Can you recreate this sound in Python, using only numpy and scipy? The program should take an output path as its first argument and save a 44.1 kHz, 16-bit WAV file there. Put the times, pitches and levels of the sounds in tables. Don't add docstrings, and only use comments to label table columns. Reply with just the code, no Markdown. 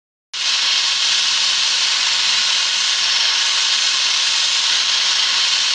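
import sys
import numpy as np
from scipy import signal
from scipy.fft import rfft, irfft
from scipy.io import wavfile

SR = 44100
rng = np.random.default_rng(int(sys.argv[2]) if len(sys.argv) > 2 else 0)


def digitize_waveform(pressure):
    field = np.atleast_2d(pressure).T
    bounded = np.clip(field, -1, 1)
    quanta = np.round(bounded * 32767).astype(np.int16)
    wavfile.write(sys.argv[1], SR, quanta)


N = 253134
TIME = np.arange(N) / SR


def gain_of(db):
    return 10 ** (np.asarray(db) / 20)


def unit_rms(x):
    return x / np.sqrt(np.mean(x ** 2) + 1e-20)


def spectrum_gain(table, hz):
    table_hz, db = np.transpose(table)
    return gain_of(np.interp(np.log(hz + 1), np.log(table_hz + 1), db))


def curve_at(table, t):
    return np.interp(t, *np.transpose(table))


def bell(x, centre, width):
    return 0.5 ** ((2 * (x - centre) / width) ** 2)


def drift(rate_hz):
    hz = np.fft.rfftfreq(N, 1 / SR)
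    return unit_rms(irfft(rfft(rng.standard_normal(N)) / (1 + (hz / rate_hz) ** 2), N))


def band_db(gain, hz, low_hz, high_hz):
    inside = (hz >= low_hz) & (hz < high_hz)
    return 10 * np.log10((gain[inside] ** 2).sum(0) / len(hz) + 1e-20)


def echo(hz, delay_ms):
    return np.exp(-2j * np.pi * hz[:, None] * delay_ms / 1000)


def eddies(burst_db=0.77, burst_hz=900, sputter_db=0.8, sputter_hz=90):
    unrest_db = burst_db * drift(burst_hz) + sputter_db * drift(sputter_hz)
    return unit_rms(rng.standard_normal(N) * gain_of(unrest_db))


# t/s, cover/0-1
NOZZLE_COVER = [(0.42, 0.4), (0.7, 0.9), (0.97, 0.35), (2.5, 0.3), (2.87, 0.05), (3.12, 0.7), (3.3, 0.95),
                (3.47, 0.2), (3.85, 0.06), (4.1, 0.64), (4.28, 0.03), (4.6, 0.0), (4.72, 0.43),
                (4.87, 0.33), (5.0, 0.6), (5.2, 0.77), (5.45, 0.41)]
def cover(t):
    return curve_at(NOZZLE_COVER, t)


# f/Hz, width/Hz, level/dB
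BENCH_COLOUR = [(105, 18, -1.5), (194, 103, -3), (520, 40, 8), (683, 100, 5.5), (990, 48, -4.5),
                (1080, 40, 3), (1225, 40, -4), (1300, 35, 7.5), (1301, 192, -7), (1448, 110, 4),
                (1553, 33, -8), (1665, 76, 3), (1815, 70, -7), (1880, 70, 5), (1950, 49, -6), (2175, 60, 3),
                (2305, 26, -11), (2430, 50, -3), (2535, 53, 6.5), (2605, 35, -5.5), (3143, 175, 3.5),
                (3670, 50, 3), (3745, 40, -3.5), (4335, 50, 3.5), (4690, 200, -3), (5610, 50, 3),
                (5890, 220, -5), (6610, 100, -3), (6790, 110, -4), (9340, 333, -5.5)]
# delay/ms, signed gain
ROOM_ECHOES = [(4.375, -0.09), (4.94, 0.08), (5.25, 0.07), (5.505, 0.06), (5.815, -0.06), (5.955, 0.05),
               (6.155, -0.07), (9.58, -0.07), (10.795, 0.06)]
def surroundings(hz, t, strip_ms=0.82, strip_gain=-0.15):
    bench_db = sum(db * bell(hz, centre, width) for centre, width, db in BENCH_COLOUR)
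    steady = sum(gain * echo(hz, ms) for ms, gain in ROOM_ECHOES)
    strip = strip_gain * cover(t) ** 2 * echo(hz, strip_ms)
    return gain_of(bench_db)[:, None] * abs(1 + steady + strip)


def tool_scatter(hz, t, near_ms=1.5, far_ms=13, sway_ms=0.13, sway_hz=0.2985, count=48):
    ripple = 0
    for place, phase, pace in rng.random((count, 3)):
        sway = np.sin(2 * np.pi * (sway_hz * (0.5 + pace) * t + phase))
        delay_ms = near_ms + place * (far_ms - near_ms) + sway_ms * sway
        ripple = ripple + echo(hz, delay_ms).real
    depth_db = 2.1 * np.sqrt(hz / 4000)
    return gain_of(depth_db[:, None] * unit_rms(ripple))


# centre t/s, width/s
HISS_DIPS = [(0.98, 0.06), (2.72, 0.17), (2.97, 0.088), (4.84, 0.074)]
def jet_level_db(t, open_db=-18, cover_db=0.8):
    _, flare_db = flares(t)
    dip_db = sum(bell(t, centre, width) for centre, width in HISS_DIPS)
    return open_db + cover_db * cover(t) + flare_db - dip_db


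# f/Hz, relative level/dB
JET_SPECTRUM = [(20, -43.5), (150, -32), (450, -24.5), (800, -21), (910, -8), (2400, -8), (2750, -1.5),
                (4300, -0.5), (6300, -6.5), (7300, -13), (7900, -23.5), (9000, -24.5), (9800, -36),
                (10150, -55)]
# t/s, level/dB
ROAR_CURVE = [(0.7, -0.7), (1.7, -1.0), (1.95, 0.9), (2.4, 0.7), (2.7, -0.3), (3.45, 0.9), (4.1, -0.5),
              (5.35, 0), (5.7, -1.0)]
def jet(roar_edge_hz=2500, fizz_edge_hz=6350, blend_hz=250):
    frames = dict(fs=SR, nperseg=2048, noverlap=1536)
    hz, t, turbulence = signal.stft(eddies(), **frames)
    colour = spectrum_gain(JET_SPECTRUM, hz)[:, None] * edge_tones(hz, t)
    colour = colour * surroundings(hz, t) * tool_scatter(hz, t)
    colour /= gain_of(band_db(colour, hz, 2500, 5500))
    roar_db = -10 + 1.1 * cover(t) + curve_at(ROAR_CURVE, t)
    fizz_db = -12.5 - 6 * cover(t)
    roar_mask = 0.5 - 0.5 * np.tanh((hz[:, None] - roar_edge_hz) / blend_hz)
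    fizz_mask = 0.5 + 0.5 * np.tanh((hz[:, None] - fizz_edge_hz) / blend_hz)
    shelves_db = roar_mask * (roar_db - band_db(colour, hz, 800, 2400))
    shelves_db += fizz_mask * (fizz_db - band_db(colour, hz, 6500, 9500))
    _, hiss = signal.istft(turbulence * colour * gain_of(shelves_db), **frames)
    return hiss[:N] * gain_of(jet_level_db(TIME))


# f/Hz, relative level/dB
FLAME_SPECTRUM = [(15, -20), (35, -5.5), (95, -10.5), (125, -1), (165, -0.5), (250, 0.5), (400, -11.5),
                  (900, -26.5), (4000, -68.5)]
def flame(base_db=-58, flap_db=2.3, flap_hz=20):
    hz = np.fft.rfftfreq(N, 1 / SR)
    colour = spectrum_gain(FLAME_SPECTRUM, hz)
    colour /= gain_of(band_db(colour, hz, 100, 320))
    rumble = irfft(rfft(rng.standard_normal(N)) * colour, N)
    flare_db, _ = flares(TIME)
    return rumble * gain_of(base_db + flare_db + flap_db * drift(flap_hz))


def hum(pitch_hz=57.6, waver_hz=1.5, level_db=-69.5):
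    cycles = np.cumsum(pitch_hz + waver_hz * drift(rate_hz=4)) / SR
    return gain_of(level_db) * unit_rms(np.sin(2 * np.pi * cycles))


# centre t/s, width/s, flutter boost/dB, jet boost/dB
FLAME_FLARES = [(1.09, 0.12, 6, 0.8), (1.75, 0.7, 4.5, 0), (2.32, 0.31, 3.5, 0.34), (4.733, 0.12, 4, 1.0)]
def flares(t):
    return sum(np.outer([flutter_db, jet_db], bell(t, centre, width))
               for centre, width, flutter_db, jet_db in FLAME_FLARES)


# centre t/s, width/s, f/Hz, boost/dB
JET_GRAZES = [(1.55, 1.0, 5740, 3), (1.85, 0.5, 4450, 3.5), (2.33, 0.45, 7230, 3), (2.8, 0.4, 6250, 3),
              (3.2, 0.4, 5480, 3.5), (3.5, 0.25, 6080, 5), (4.1, 0.4, 6080, 4), (4.85, 0.4, 6600, 5),
              (5.05, 0.6, 3300, 2), (5.55, 0.3, 4400, 3.5)]
def edge_tones(hz, t, relative_width=0.038):
    boost_db = sum(db * bell(t, centre, width) * bell(hz[:, None], pitch_hz, relative_width * pitch_hz)
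                   for centre, width, pitch_hz, db in JET_GRAZES)
    return gain_of(boost_db)


def scene():
    return (jet() + flame() + hum())[None]


def record(dry, start_s=0.336, rise_s=(0.38, 0.47), soft_db=-6.5, cutoff_hz=10300):
    rise = gain_of(np.interp(TIME, rise_s, [soft_db, 0]))
    low_pass = signal.firwin(1023, cutoff_hz, window=("kaiser", 10), fs=SR)
    return signal.oaconvolve(dry * rise * (TIME >= start_s), low_pass[None], "same")


dry = scene()
out = record(dry)
digitize_waveform(out)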